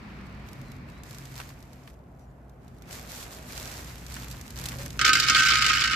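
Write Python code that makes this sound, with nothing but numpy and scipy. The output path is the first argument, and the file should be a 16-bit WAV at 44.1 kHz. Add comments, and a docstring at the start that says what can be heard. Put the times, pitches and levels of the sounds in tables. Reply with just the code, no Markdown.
"""Peanuts poured into a wok

Outdoors, someone opens a small plastic bag, bends down and pours peanuts into a large steel wok.
Bag and clothes rustle as filtered noise that crinkles, snaps and knocks; then single nuts strike the pan
and swell to a stream of bouncing hits, each a noisy clank that also rings the pan's clear modes.
Wavering sines make a far engine drone and a short hoot, shaped noise makes air, rumble and fading road,
and gliding sines make a small bird's faint whistles."""
import sys
import numpy as np
from scipy import signal
from scipy.fft import rfft, irfft, next_fast_len
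from scipy.io import wavfile

SR = 44100
rng = np.random.default_rng(int(sys.argv[2]) if len(sys.argv) > 2 else 0)


def generate_wav(sig):
    """Save sig (samples, or channels by samples) to the path in sys.argv[1] as 16-bit PCM at SR."""
    pcm = np.round(np.clip(np.atleast_2d(sig).T, -1, 1) * 32767).astype(np.int16)
    wavfile.write(sys.argv[1], SR, pcm)


N = 262766
TIME = np.arange(N) / SR

# Levels in the tables are relative: each source trims its layers with gains of its own.

# Movements of arms and hands. Each row: start in seconds, length in seconds, cloth level in dB,
# plastic film level in dB.
HAND_MOVES = [(0, 0.6, -52, -73), (0.439, 0.31, -60, -66), (0.857, 0.13, -54, -68),
              (1.035, 0.47, -50.5, -56), (1.347, 0.052, -44.5, -50.5), (1.545, .36, -57.5, -66),
              (2.18, 0.043, -74, -72), (2.596, .2, -63, -73), (2.801, 0.057, -54, -68),
              (2.858, 2.16, -47, -55), (2.897, 0.066, -44.5, -45), (3.075, 0.15, -46, -44.5),
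              (3.301, 0.035, -55, -47), (3.466, 0.13, -46.5, -47), (3.543, .26, -42.5, -46.5),
              (3.837, 0.077, -46, -51), (4.083, 0.15, -44.5, -49), (4.288, 0.02, -46.5, -46.5),
              (4.55, 0.19, -42.5, -48.5), (4.635, 0.023, -42, -46), (4.774, 0.052, -39.5, -45)]
# The shirt swishes dully as its wearer bends down: start in seconds, length in seconds, level in dB.
BEND_SWISH = (2.87, 0.95, -53)
# Sharp creases of the bag. Each row: time in seconds, level in dB.
BAG_CREASES = [(0.2673, -47), (0.4876, -39), (0.5316, -40.5), (0.615, -41.5), (0.718, -39.5), (0.8994, -45),
               (1.035, -34.5), (1.1094, -34.5), (1.1471, -34), (1.1846, -34.5), (1.255, -34.5),
               (1.363, -34), (1.6044, -44), (1.6267, -42.5), (1.732, -41), (2.1944, -51.5), (2.4957, -50.5),
               (2.6803, -46), (2.8221, -42.5), (2.9974, -45), (3.2151, -41), (3.3265, -38), (3.4241, -48),
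               (3.8452, -33), (3.9813, -36), (4.0652, -31.5), (4.2448, -35), (4.2832, -31.5), (4.313, -28),
               (4.4124, -31), (4.5052, -30.5), (4.5655, -38), (4.588, -26.5), (4.6143, -29), (4.6395, -26),
               (4.6602, -21), (4.6872, -22), (4.7857, -30), (4.8609, -27.5), (4.9048, -28)]
# Nuts knocking together inside the bag. Each row: time in seconds, level in dB.
BAG_KNOCKS = [(1.401, -22), (1.414, -30), (1.8755, -33.5), (4.166, -25.5), (4.72, -26.5)]
# Colours of cloth, plastic film and knocking nuts. Each row: frequency in Hz, density in dB per Hz.
CLOTH_COLOUR = [(250, 0), (450, -1), (1500, 2), (2500, 0), (4500, -15.5), (9000, -39.5)]
FILM_COLOUR = [(1200, -5), (2500, -2), (4200, 4), (7500, 3), (9200, -4), (12500, 0), (14000, 0),
               (15500, -32.5)]
NUT_KNOCK_COLOUR = [(300, -41), (1000, 6), (1900, 6), (3500, -0.5), (7000, -11), (15000, -13)]
# Far traffic. 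Each row: time in seconds, low engine boom in dB, rumble in dB.
TRAFFIC_LEVELS = [(0, -51, -50), (.75, -57, -50), (1.4, -54, -54), (2.45, -53.5, -59), (2.85, -55, -53),
                  (3.2, -51.5, -54.5), (3.65, -46, -52), (4.45, -45, -51.5), (4.95, -47, -47),
                  (5.96, -44.5, -51)]
# A far motor whose pitch dips, climbs and settles. Each row: time in seconds, pitch in Hz, level in dB.
MOTOR_GLIDE = [(0, 219, -50), (.2, 193.5, -50), (.45, 218, -55), (.7, 254.4, -52), (1.2, 242.8, -61.5),
               (2.4, 246, -68), (3.1, 247.1, -60), (5.96, 242.4, -58)]
# The engine's firing tone swells and sinks. Each row: middle in seconds, length in seconds, level in dB.
ENGINE_SWELLS = [(.75, 0.5, -48), (1.34, 0.42, -43.5), (3.67, .35, -52), (4.12, .5, -45.5),
                 (4.719, 0.49, -42), (5.55, 1.6, -43)]
# Colours of traffic rumble, open air and tyres. Each row: frequency in Hz, density in dB per Hz.
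RUMBLE_COLOUR = [(25, -15), (45, 0.5), (90, 1), (180, -1), (250, -4.5), (340, -10), (500, -18.5),
                 (900, -28)]
AIR_COLOUR = [(200, -14.5), (400, -1), (700, 2.5), (1000, -5), (1500, -9), (3000, -23.5), (5000, -40),
              (14000, -32)]
ROAD_COLOUR = [(500, -16), (1000, 1.5), (1600, -1.5), (2300, -0.5), (3100, -12.5), (4500, -12),
               (6500, -23.5), (10000, -37)]
# Bird whistles. Each row: start in seconds, length in seconds, start pitch in Hz, end pitch in Hz,
# level in dB.
BIRD_WHISTLES = [(0.595, .19, 4400, 3700, -63), (0.878, 0.19, 3620, 4240, -63.5),
                 (2.173, 0.106, 6000, 5800, -72), (2.24, .1, 6640, 7140, -79)]
# A brief soft hoot. Each row: time in seconds, pitch in Hz, level in dB.
HOOT_GLIDE = [(4.66, 500, -90), (4.74, 503, -55), (4.8, 549, -49.5), (4.86, 582, -52), (4.94, 545, -90)]
# Nuts landing in the wok. Each row: time in seconds, strength in dB, treble against the low ring in dB.
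LANDINGS = [(4.9921, -17.5, -6.5), (5.0131, -13, -7), (5.045, -11, -23), (5.0493, -15, 1.5),
            (5.0635, -14, -3.5), (5.0786, -14.5, -2.5), (5.092, -11, -8), (5.1319, -15.5, 3.5),
            (5.153, -12.5, -5.5), (5.1995, -18.5, 4.5), (5.2364, -20.5, -4), (5.2844, -13.5, -4),
            (5.2981, -13, 0), (5.3473, -11.5, -6.5), (5.3707, -22, -5), (5.386, -16, -3),
            (5.5051, -14, -10), (5.5208, -14, -32), (5.5474, -21, -15), (5.6222, -14, -5.5),
            (5.664, -15.5, -2.5), (5.6993, -11.5, -28), (5.772, -18, -15), (5.809, -21.5, 1),
            (5.9324, -15, -16)]
# The nuts leave the bag in gushes. Each row: start in seconds, length in seconds, level in dB.
NUT_GUSHES = [(5.039, 0.047, -30), (5.138, 0.19, -25), (5.346, .23, -19), (5.601, 0.24, -21),
              (5.828, 0.084, -23)]
# The wok's clearest modes. Each row: frequency in Hz, rms level in dB, 60 dB decay time in seconds.
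CLEAR_MODES = [(1264, -32.5, .45), (1378, -44, .2), (1405, -39.5, .25), (1539, -33, .42), (1600, -45, .2),
               (1653, -48, .35), (1782, -46, .5), (1868, -43.5, .2), (2090, -44, .12), (2179, -43.5, .18),
               (2245, -43, .2), (2432, -46, .3), (2632, -45, .4), (2789, -50, .3), (2935, -42.5, .3),
               (3052, -47, .3), (3263, -46, .3), (3611, -48, .35), (3762, -47.5, .35), (3908, -46.5, .25),
               (4048, -49, .3), (4113, -49, .3), (4391, -45, .25), (4739, -43, .18), (5093, -46.5, .16),
               (5300, -48, .06), (6363, -49, .1), (6815, -54, .12), (7278, -57, .15), (7790, -55, .12)]
# The wok's crowd of short, overlapping modes. Each row: frequency in Hz, density in dB per Hz.
CLANK_COLOUR = [(1200, 1.5), (1450, 8), (1750, 0), (2200, 3), (2900, 1), (3500, -2.5), (5000, 3.5),
                (6500, -2.5), (8000, -7), (8900, -17.5), (10000, -15.5), (14000, -22)]
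# The faint thud of the pan's bottom. Each row: frequency in Hz, density in dB per Hz.
THUD_COLOUR = [(180, -6), (280, 6), (400, -1), (600, -6), (900, -11.5)]
# Ring of the clear modes: gain in dB, phase spread between the ears in radians at the ring frequency.
MODE_RING = (3.4, .22)
# Left-right likeness of diffuse sound. Each row: frequency in Hz, correlation from -1 to 1.
EAR_LIKENESS = [(60, 0.96), (130, 0.94), (290, 0.88), (640, 0.45), (1400, 0.095), (3000, 0.25),
                (7000, 0.074), (15000, 0)]

MOVE_RISE_S, MOVE_FALL_DB_PER_S = 0.027, 215
FINGERS_DB = -79.5  # the film is never quite still in the hand
AIR_DB = -57.5  # steady murmur of the open air
# tyre noise sinks slowly, then fast once the vehicle has gone by
ROAD_DB, ROAD_SINK_DB_PER_S, ROAD_GONE_S, ROAD_FADE_DB_PER_S = -51, 4, 1.46, 36
GUSH_RISE_S, GUSH_FALL_DB_PER_S = 0.016, 220
# the treble of the bounces dulls as nuts cover the steel
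BARE_PAN_TREBLE_DB, DULLING_DB_PER_S = 0, 5
RING_HZ = 1195  # ring frequency of the curved shell
CUTOFF_HZ = 14250


def from_db(db):
    """Decibels to an amplitude factor."""
    return 10 ** (np.asarray(db) / 20)


def rms_one(x):
    """Scales a sound to rms 1."""
    return x / np.sqrt(np.mean(x ** 2) + 1e-20)


def in_time(rows):
    """Each column of a curve, sample by sample."""
    s, *columns = np.transpose(rows)
    return [np.interp(TIME, s, column) for column in columns]


def at_hz(points, hz):
    """Reads a spectrum on a log-frequency axis."""
    f, value = np.transpose(points)
    return np.interp(np.log(hz + 1), np.log(f), value)


def drift(rate):
    """Slow chance with spread near 1, from random knots at a rate in Hz."""
    knots = rng.standard_normal(int(N / SR * rate) + 3)
    return np.interp(TIME * rate, np.arange(len(knots)), knots) / np.sqrt(2 / 3)


def coloured(spectrum, size=N):
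    """Stereo noise of a given colour, alike in both ears in the bass; rms 1."""
    padded = next_fast_len(size, True)
    hz = np.fft.rfftfreq(padded, 1 / SR)
    mid, side = rfft(rng.standard_normal((2, padded)))
    alike = np.clip(at_hz(EAR_LIKENESS, hz), -1, 1)
    pair = np.sqrt(1 + alike) * mid + np.sqrt(1 - alike) * side * [[1], [-1]]
    # beyond the ends of the table the colour falls off at 12 dB per octave
    low_skirt = np.minimum(1, hz / spectrum[0][0]) ** 2
    high_skirt = np.minimum(1, spectrum[-1][0] / (hz + 1)) ** 2
    shaped = pair * from_db(at_hz(spectrum, hz)) * low_skirt * high_skirt
    return rms_one(irfft(shaped, padded)[:, :size])


def dying(t60, size):
    """An exponential decay that loses 60 dB in t60 seconds."""
    return from_db(-60 * TIME[:size] / t60)


def add(out, s, sound):
    """Mixes a short sound in at time s."""
    start = min(max(round(s * SR), 0), N - 1)
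    out[:, start:start + sound.shape[1]] += sound[:, :N - start]


def swell(s, start, length, rise_s, fall_db_per_s):
    """Gain at times s of a movement that rises, holds and dies away."""
    rise = np.clip((s - start) / rise_s, 0, 1)
    return rise * from_db(-fall_db_per_s * np.maximum(s - start - length, 0))


def handling():
    """How strongly cloth and film are stirred; overlapping movements add in power."""
    cloth, film = np.zeros(N), np.full(N, from_db(FINGERS_DB) ** 2)
    for start, length, cloth_db, film_db in HAND_MOVES:
        power = swell(TIME, start, length, MOVE_RISE_S, MOVE_FALL_DB_PER_S) ** 2
        cloth += power * from_db(cloth_db) ** 2
        film += power * from_db(film_db) ** 2
    return np.sqrt(cloth), np.sqrt(film)


def crinkle(per_s, spread_db, t60, smooth):
    """Envelope of many tiny buckles over a smooth slide; mean power 1."""
    buckles = rng.exponential(1, N)
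    sizes = from_db(spread_db * np.minimum(buckles, 4)) * (rng.random(N) < per_s / SR)
    # each buckle's power dies by 60 dB in t60 seconds
    power = signal.lfilter([1], [1, -from_db(-120 / (t60 * SR))], sizes ** 2 + 1e-18)
    share = np.clip(smooth, 0, 1)
    return np.sqrt(share + (1 - share) * power / power.mean())


def snaps(rows, colour, t60, tail_db, tail_t60, size=4096):
    """Short dry ticks of dying noise with a weaker, longer tail."""
    out = np.zeros((2, N))
    for s, level_db in rows:
        tick = coloured(colour, size=size) * dying(t60, size)
        tail = coloured(colour, size=size) * dying(tail_t60, size) * from_db(tail_db)
        tick_peak = np.abs(tick.mean(axis=0)).max()
        add(out, s, from_db(level_db) * (tick / tick_peak + tail))
    return out


def rustle(cloth_gain_db=-5.0, film_gain_db=2.0):
    """Sleeves slide, the shirt swishes, the thin bag crinkles and snaps, nuts knock together inside it."""
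    cloth_stir, film_stir = handling()
    cloth = cloth_stir * from_db(cloth_gain_db) * coloured(CLOTH_COLOUR)
    cloth = cloth * crinkle(per_s=400, spread_db=3.2, t60=0.0093, smooth=0.54)

    bend_s, bend_length, bend_db = BEND_SWISH
    bend = swell(TIME, bend_s, bend_length, MOVE_RISE_S, MOVE_FALL_DB_PER_S)
    swish = from_db(bend_db) * bend * coloured(AIR_COLOUR)  # as dull as the open air

    film = film_stir * from_db(film_gain_db) * coloured(FILM_COLOUR)
    film = film * crinkle(per_s=420, spread_db=4.4, t60=0.0036, smooth=0.55)

    creases = snaps(BAG_CREASES, FILM_COLOUR, t60=0.0019, tail_db=-6.5, tail_t60=0.027)
    knocks = snaps(BAG_KNOCKS, NUT_KNOCK_COLOUR, t60=0.03, tail_db=-14, tail_t60=0.073)
    return cloth + swish + film + from_db(-1.5) * creases + from_db(-5.0) * knocks


def wavering(hz, wander, waver_db, rate):
    """A distant tone whose phase (rad) and level waver on the way; rms 1."""
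    phase = 2 * np.pi * np.cumsum(hz * np.ones(N)) / SR + wander * drift(rate)
    return rms_one(np.sin(phase) * from_db(waver_db * drift(rate)))


def engine(first_hz=132.8, last_hz=127.0, boom_hz=59.4, tone_db=-57.0, swell_gain_db=-4.0, boom_gain_db=0.5):
    """Distant exhausts: a slowly sinking firing tone over a low boom, and a second, gliding motor."""
    swells = np.zeros(N)
    for middle, length, db in ENGINE_SWELLS:
        arch = np.cos(np.pi * np.clip((TIME - middle) / length, -.5, .5))
        swells += from_db(db + swell_gain_db) * arch
    firing_hz = np.linspace(first_hz, last_hz, N)
    tone = (from_db(tone_db) + swells) * wavering(firing_hz, wander=0.56, waver_db=2.5, rate=18)

    boom_db, _ = in_time(TRAFFIC_LEVELS)
    boom = from_db(boom_db + boom_gain_db) * wavering(boom_hz, wander=.6, waver_db=2.0, rate=16)

    motor_hz, motor_db = in_time(MOTOR_GLIDE)
    motor = from_db(motor_db) * wavering(motor_hz, wander=0.5, waver_db=4.0, rate=30)
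    return tone + boom + motor


def outdoors(rumble_gain_db=5.5):
    """Traffic rumble, open air and the hiss of far tyres, each a noise of its own colour."""
    _, rumble_db = in_time(TRAFFIC_LEVELS)
    rumble = from_db(rumble_db + rumble_gain_db) * coloured(RUMBLE_COLOUR)
    air = from_db(AIR_DB) * coloured(AIR_COLOUR)
    fade_db = ROAD_FADE_DB_PER_S * np.maximum(TIME - ROAD_GONE_S, 0)
    road_db = ROAD_DB - ROAD_SINK_DB_PER_S * TIME - fade_db
    return rumble + air + from_db(road_db) * coloured(ROAD_COLOUR)


def bird():
    """Thin gliding whistles: sines that swell and fade in a smooth arch."""
    out = np.zeros((2, N))
    for s, length, start_hz, end_hz, level_db in BIRD_WHISTLES:
        pitch = np.linspace(start_hz, end_hz, int(length * SR))
        whistle = np.sin(2 * np.pi * np.cumsum(pitch) / SR)
        add(out, s, from_db(level_db) * np.hanning(len(pitch)) * whistle[None])
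    return out


def hoot():
    """A short, husky note that glides up and sags at the end."""
    hz, level_db = in_time(HOOT_GLIDE)
    return from_db(level_db) * wavering(hz, wander=1.0, waver_db=2.5, rate=70)


def flow(s):
    """How fully the nuts stream at times s, as a gain: the strongest gush counts."""
    gushes = [from_db(db) * swell(s, start, length, GUSH_RISE_S, GUSH_FALL_DB_PER_S)
              for start, length, db in NUT_GUSHES]
    return np.max(gushes, axis=0)


def bounces(count=100, spread_db=0.5, low_gain_db=-10.6, high_gain_db=-9.5):
    """Nuts bounce at uneven times, as hard as the gush is full: rows of (s, low ring dB, treble dB)."""
    jitter, force, hardness = rng.uniform(-1, 1, (count, 3)).T
    first = NUT_GUSHES[0][0]
    s = np.interp(np.arange(count) + jitter, [0, count], [first, N / SR])
    strength_db = 20 * np.log10(flow(s) + 1e-9) + spread_db * force
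    treble_db = BARE_PAN_TREBLE_DB - DULLING_DB_PER_S * (s - first) + spread_db * hardness / 2
    return list(zip(s, strength_db + low_gain_db, strength_db + treble_db + high_gain_db))


def wok_spot(size=8192, split_hz=3200, count=56, patchy_db=4.0):
    """The clank of one spot of the wok, which favours modes of its own: low part and treble, rms 1 at first."""
    hz = np.geomspace(CLANK_COLOUR[0][0], CLANK_COLOUR[-1][0], count)
    patchy = at_hz(CLANK_COLOUR, hz) + patchy_db * rng.standard_normal(count)
    fading = dying(.036, size) + from_db(-8) * dying(.12, size)
    clank = coloured(np.column_stack([hz, patchy]), size=size) * fading
    # a curved shell hardly radiates below its ring frequency
    clank = signal.sosfilt(signal.butter(9, RING_HZ, "high", fs=SR, output="sos"), clank)
    low = signal.sosfilt(signal.butter(4, split_hz, "low", fs=SR, output="sos"), clank)
    high = signal.sosfilt(signal.butter(4, split_hz, "high", fs=SR, output="sos"), clank)
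    low = low + 0.065 * low[::-1]  # a little of each ear's long waves reaches the other
    # levelled by the first 20 ms
    return [part / np.sqrt(np.mean(part[:, :SR // 50] ** 2)) for part in (low, high)]


def wok_ring(hits):
    """Every hit drives each clear mode with a strength of its own; the ringing piles up."""
    ring_db, ears = MODE_RING
    s, low_db, high_db = np.transpose(hits)
    at = np.round((s - s.min()) * SR).astype(int)
    out = np.zeros((2, at.max() + SR // 10))
    for hz, level_db, t60 in CLEAR_MODES:
        # the force passes from the low level to the treble level between 2.5 and 4.5 kHz
        treble_share = np.interp(hz, [2500, 4500], [0, 1])
        force = from_db(treble_share * (high_db - low_db) + low_db)
        force = force * rng.choice([-1, 1], len(at)) * rng.uniform(0.43, 0.81, len(at))
        clicks = np.bincount(at, force, out.shape[1])
        # a complex one-pole resonator rings at the mode's pitch and decay
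        pole = np.exp((2j * np.pi * hz - np.log(1000) / t60) / SR)
        swing = signal.lfilter([1], [1, -pole], clicks + 1e-18)
        # the ears hear long bending waves alike, short ones with unrelated phases
        apart = np.exp(1j * ears * (hz / RING_HZ) ** 1.5 * rng.standard_normal((2, 1)))
        out += from_db(level_db + ring_db) * rms_one((apart * swing).imag)
    return signal.sosfilt(signal.butter(8, [1190, 8500], "band", fs=SR, output="sos"), out)


def peanuts(count=32, land_low_db=-12.5, land_high_db=-9.0, thud_db=-30.5, thud_t60=0.22, drumming_db=-32.0):
    """Falling nuts strike the pan and thud its bottom; then they bounce on, many at once, and it drums softly."""
    spots = [wok_spot() for _ in range(count)]
    out = np.zeros((2, N))
    landings = [(s, db + land_low_db, db + treble_db + land_high_db) for s, db, treble_db in LANDINGS]
    hits = landings + bounces()
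    for k, (s, low_db, high_db) in enumerate(hits):
        low, high = spots[k % count]
        add(out, s, from_db(low_db) * low + from_db(high_db) * high)
    for s, db, treble_db in LANDINGS:
        blow = from_db(db) * np.hypot(1, from_db(treble_db))
        thud = coloured(THUD_COLOUR, size=8192) * dying(thud_t60, size=8192)
        add(out, s, blow * from_db(thud_db) * thud)
    add(out, min(s for s, *_ in hits), wok_ring(hits))
    drumming = from_db(drumming_db) * flow(TIME) * coloured(THUD_COLOUR)
    return out + drumming


def scene(wok_pan_db=1.14, hands_pan_db=0.94):
    """The wok and the hands are a little to the right."""
    hands = rustle() * from_db([[-hands_pan_db], [hands_pan_db]])
    far = engine() + outdoors() + bird() + hoot()
    wok = peanuts() * from_db([[-wok_pan_db], [wok_pan_db]])
    return hands + far + wok


def record(dry):
    """The deepest bass and the top are cut."""
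    no_sub = signal.sosfilt(signal.butter(2, 28, "high", fs=SR, output="sos"), dry)
    return signal.sosfilt(signal.ellip(9, .3, 90, CUTOFF_HZ, fs=SR, output="sos"), no_sub)


dry = scene()
out = record(dry)
generate_wav(out)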